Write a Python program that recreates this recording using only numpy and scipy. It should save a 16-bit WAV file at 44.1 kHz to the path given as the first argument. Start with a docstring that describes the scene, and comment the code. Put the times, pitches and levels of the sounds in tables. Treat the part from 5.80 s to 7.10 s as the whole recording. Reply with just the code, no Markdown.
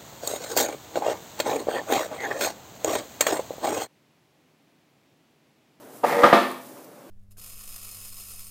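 """In a concrete room, a steel part of a stove is knocked loose, scrapes along for a fifth of a second
and clanks twice against its stop. Each blow makes the sheet-metal casing ring, and the room echoes it.
A fan hums faintly and something rustles near the microphone. The two clanks are loud enough to
overload the recorder, and a dull, low thump comes with the first."""
import sys
import numpy as np
from scipy import signal
from scipy.fft import rfft, irfft, next_fast_len
from scipy.io import wavfile
from scipy.ndimage import map_coordinates

SR = 44100
rng = np.random.default_rng(int(sys.argv[2]) if len(sys.argv) > 2 else 0)


def bounce(signal):
    """Save signal as a 16-bit WAV file at the path given by the first command-line argument."""
    frames = np.transpose(np.atleast_2d(signal))
    limited = np.clip(frames, -1, 1)
    pcm = np.round(limited * 32767).astype(np.int16)
    wavfile.write(sys.argv[1], SR, pcm)


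N = 57330
T = np.arange(N) / SR  # time in seconds


def gain(db):
    """Turn decibels into a number to multiply by."""
    return 10 ** (np.asarray(db) / 20)


def normalise(x):
    """Scale a sound so that its average strength (rms) is 1."""
    return x / np.sqrt(np.mean(x ** 2) + 1e-20)


def value_at(points, hz):
    """Read between (Hz, value) points, giving each octave equal room."""
    point_hz, values = np.transpose(points)
    return np.interp(np.log(hz + 1), np.log(point_hz + 1), values)


def loudness(points):
    """A volume curve through (seconds, dB) points."""
    return gain(np.interp(T, *np.transpose(points)))


def stroke(points):
    """A volume curve that is silent before its first point and after its last."""
    return loudness(points) * (T > points[0][0]) * (T < points[-1][0])


def wobble(rate):
    """A smooth curve through `rate` random values a second."""
    return map_coordinates(rng.standard_normal(400), [T * rate], mode="mirror")


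def filtered(x, response):
    """Turn each frequency of a sound up or down by response(hz)."""
    size = next_fast_len(N + 8192)
    return irfft(rfft(x, size) * response(np.fft.rfftfreq(size, 1 / SR)), size)[:N]


def noise(colour):
    """Noise of strength 1, its bass and treble shaped by (Hz, dB) points."""
    return normalise(filtered(rng.standard_normal(N), lambda hz: gain(value_at(colour, hz))))


def struck(start, rise, fade, hold=0):
    """A blow's volume curve. A fade time, here and below, is the seconds taken to drop 60 dB."""
    age = np.maximum(T - start, 0)
    return (1 - np.exp(-age / rise)) * np.exp(-np.log(1000) * np.maximum(age - hold, 0) / fade)


def tone(hz, waver, rate):
    """A tone of strength 1 whose pitch wanders by about the fraction `waver`."""
    pitch = hz * (1 + waver * wobble(rate))
    return np.sqrt(2) * np.sin(2 * np.pi * np.cumsum(pitch) / SR)


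def in_room(x, echo_db):
    """Add the fading echo of the concrete walls to a sound."""
    # How long the room echoes. Each row: frequency in Hz, fade time in seconds.
    fade_times = [(120, 0.67), (250, 0.54), (600, 0.58), (1500, 0.47), (4000, 0.59), (12000, 0.34)]
    hz, seconds, bands = signal.stft(rng.standard_normal(SR), SR, nperseg=256)
    fading = np.exp(-np.log(1000) * seconds / value_at(fade_times, hz)[:, None])
    echo = signal.istft(bands * fading, SR, nperseg=256)[1]
    echo = np.pad(echo / np.linalg.norm(echo), (int(.008 * SR), 0))  # arrives 8 ms late
    return x + gain(echo_db) * signal.fftconvolve(x, echo)[:N]


def fan():
    """The stove's fan: a low rush that swells briefly, and a weak, wavering hum."""
    # Tone colour of the rush. Each row: frequency in Hz, relative level in dB.
    colour = [(30, -50), (80, -30), (120, -9), (200, -8.5), (300, -4.5), (420, -5), (580, -5.5),
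              (800, -9.5), (1200, -14.5), (2000, -22.5), (4000, -28.5), (15000, -37)]
    # Volume of the rush. Each row: time in seconds, level in dB.
    levels = [(0, -47.5), (.2, -47.5), (.89, -49.5), (.97, -45), (1.04, -48.5), (1.3, -48)]
    # Tones of the hum. Each row: pitch in Hz, level in dB.
    hum_tones = [(268, -60), (320, -60.5), (584, -61.5)]
    rush = loudness(levels) * noise(colour)
    hum = sum(gain(db + 3.1 * wobble(7.63)) * tone(hz, waver=.00894, rate=11) for hz, db in hum_tones)
    return rush + hum


def rustle():
    """A thin, fluttering rustle near the microphone, with two faint ticks in it."""
    # Tone colour of the rustle. Each row: frequency in Hz, relative level in dB.
    colour = [(300, -22), (2000, -18), (5500, -2.5), (9000, 0.5), (15000, 1.5)]
    # Volume of the rustle. Each row: time in seconds, level in dB.
    levels = [(0, -55), (.08, -56), (.16, -48), (.225, -53.5), (.25, -43.5), (.29, -38), (.39, -42),
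              (.6, -42.5), (.68, -45), (.79, -51.5), (.86, -48), (.92, -50.5), (.98, -51.5), (1.11, -57),
              (1.3, -58.5)]
    # The ticks. Each row: start in seconds, level in dB.
    tick_list = [(.714, -34), (1.044, -42)]
    hiss = noise(colour)
    flutter = gain(.85 * wobble(150))
    ticks = sum(gain(db) * struck(start, rise=.00072, fade=.016) for start, db in tick_list)
    return hiss * (loudness(levels) * flutter + ticks)


def scrape():
    """Steel slips on steel in many tiny jerks, each one a click of random size."""
    # Tone colour of the scrape. Each row: frequency in Hz, relative level in dB.
    colour = [(60, -55), (110, -14.5), (210, -0.5), (400, -0.5), (520, 3.5), (640, -0.5), (830, 4.5),
              (1080, -1), (1250, -2), (1500, -8), (1900, -4), (2700, -17), (5000, -23.5), (15000, -42.5)]
    # Volume of the scrape. Each row: time in seconds, level in dB.
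    levels = [(.24, -26), (.262, -26.5), (.31, -23.5), (.35, -26), (.385, -26.5), (.43, -25), (.47, -19),
              (.52, -32), (.55, -46)]
    slips_per_second, spread_db = 2200, 3
    slips = (rng.random(N) < slips_per_second / SR) * rng.choice([-1, 1], N)
    clicks = slips * gain(spread_db * rng.standard_normal(N))
    grit = normalise(filtered(clicks, lambda hz: gain(value_at(colour, hz))))
    return in_room(grit * stroke(levels), echo_db=-4.5)


def groan():
    """The sliding part groans with a few unsteady tones as it jams."""
    # Tones of the groan. Each row: pitch in Hz, relative level in dB.
    tones = [(484, 0), (574, -6), (1250, -12), (1870, -17.5)]
    # Volume of the groan. Each row: time in seconds, level in dB.
    levels = [(.25, -24.5), (.29, -43), (.34, -25.5), (.378, -27.5), (.393, -22.5), (.432, -20.5),
              (.45, -41), (.47, -56)]
    chord = sum(gain(db + 2.5 * wobble(51.6)) * tone(hz, waver=.011, rate=70) for hz, db in tones)
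    return chord * stroke(levels)


def thump():
    """A dull, low thump sounds under the first clank."""
    start, hz = .4342, 47.5
    return gain(-10.5) * struck(start, rise=.0017, fade=.022) * np.sin(2 * np.pi * hz * (T - start))


def ring(tones, start, rise, contact, contact_db, free_db):
    """The steel's own tones are driven hard while the parts touch, then ring on freely."""
    driven = gain(contact_db) * struck(start, rise, fade=.028, hold=contact)
    sound = np.zeros(N)
    for hz, fade, db in tones:
        free = gain(free_db) * struck(start, rise, fade)
        volume = gain(db + rng.normal(0, 1)) * (driven + free)
        phase = 2 * np.pi * (hz * (T - start) + rng.random())
        sound += volume * np.sin(phase + .35 * wobble(45.15))  # slightly unsteady
    return sound


def blows():
    """A knock and two clanks: each rings the steel and adds a noisy clash, duller for a soft blow."""
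    # The blows. Each row: start, rise time and contact time in seconds; levels of the driven ring,
    # free ring and clash in dB; clash fade time in seconds; Hz above which the clash is dulled.
    hits = [(.2338, 0.0038, .014, -14, -36, -22, 0.046, 700),
            (.4340, .0006, 0.023, -14, -25, -11, 0.13, 3750),
            (.5270, .0005, 0.0055, -14.5, -17, -10, 0.17, 4400)]
    # The stove's own tones; each blow lands on another spot and mixes them differently. Each row: pitch
    # in Hz, fade time in seconds, relative level in dB in the knock, first clank and second clank.
    steel_tones = [(210, .48, -28, -15.5, -5.5), (255, 0.59, -21.5, -10.5, -5.5),
                   (340.9, 0.31, -21, -7.5, -9.5), (483.2, 0.3, -1, -2, -7), (510, 0.18, -5.5, -10, -1),
                   (572.6, 0.31, -6.5, 2.5, -2), (685, 0.23, -16, -7.5, 0), (703.7, 0.15, -3.5, -9, -20),
                   (772, 0.23, -6, -7.5, -9.5), (822.5, 0.4, -7.5, -11, -5.5), (922, 0.077, -6.5, -16, -15),
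                   (1021.5, 0.37, -22.5, -13, -8), (1182, 0.4, -20, -29, -7), (1200.6, 0.42, -23, 1, -0.5),
                   (1220, 0.37, -9, 2, -12), (1271, 0.41, -17, -4, -14), (1354, 0.39, -26, -5.5, -16),
                   (1594, .28, -26.5, -9.5, -14), (1690, 0.19, -32, -10, -16), (1803, .3, -26, -15, -10.5),
                   (1838, 0.26, -34, -15.5, -11), (2110, .38, -30, -13, -20.5),
                   (2622, .45, -32.5, -25, -16), (3423, .3, -37, -37, -22.5)]
    # The clash: sheet-steel tones so crowded they blur. Each row: frequency in Hz, relative level in dB.
    clash_colour = [(60, -55), (110, -21), (200, -7), (380, -1.5), (550, 1), (740, -2.5), (930, -1),
                    (1220, 1.5), (1480, -5.5), (1780, -1.5), (2000, -8), (2600, -9), (4000, -14),
                    (6500, -23.5), (15000, -24.5)]
    clash_rise = .0051  # seconds; the clash swells as the room's first echoes arrive
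    pitches, fades, *spots = np.transpose(steel_tones)
    sound = np.zeros(N)
    for hit, spot_db in zip(hits, spots):
        start, rise, contact, contact_db, free_db, clash_db, clash_fade, dull_hz = hit
        ringing = ring(zip(pitches, fades, spot_db), start, rise, contact, contact_db, free_db)
        dulled = filtered(noise(clash_colour), lambda hz: 1 / np.sqrt(1 + (hz / dull_hz) ** 2))
        clash = gain(clash_db) * normalise(dulled) * struck(start, clash_rise, clash_fade)
        sound += in_room(ringing, echo_db=-15) + in_room(clash, echo_db=-1)
    return sound


def thin_panels(x):
    """Thin steel panels give off little bass, so it falls away steeply below 141 Hz."""
    return signal.sosfilt(signal.butter(4, 141, "high", fs=SR, output="sos"), x)


def scene():
    """All the sounds meet at one microphone."""
    steel = thin_panels(blows() + scrape() + groan())
    return (steel + thump() + rustle() + fan())[None]


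def record(dry):
    """Overload rounds off the loudest peaks, then the deepest bass and highest treble are cut."""
    ceiling, hardness = .72, 6
    low_hz, top_hz = 72, 15500
    rounded = dry[0] / (1 + np.abs(dry[0] / ceiling) ** hardness) ** (1 / hardness)
    return filtered(rounded, lambda hz: (hz < top_hz) * hz / np.hypot(hz, low_hz))[None]


dry = scene()
out = record(dry)
bounce(out)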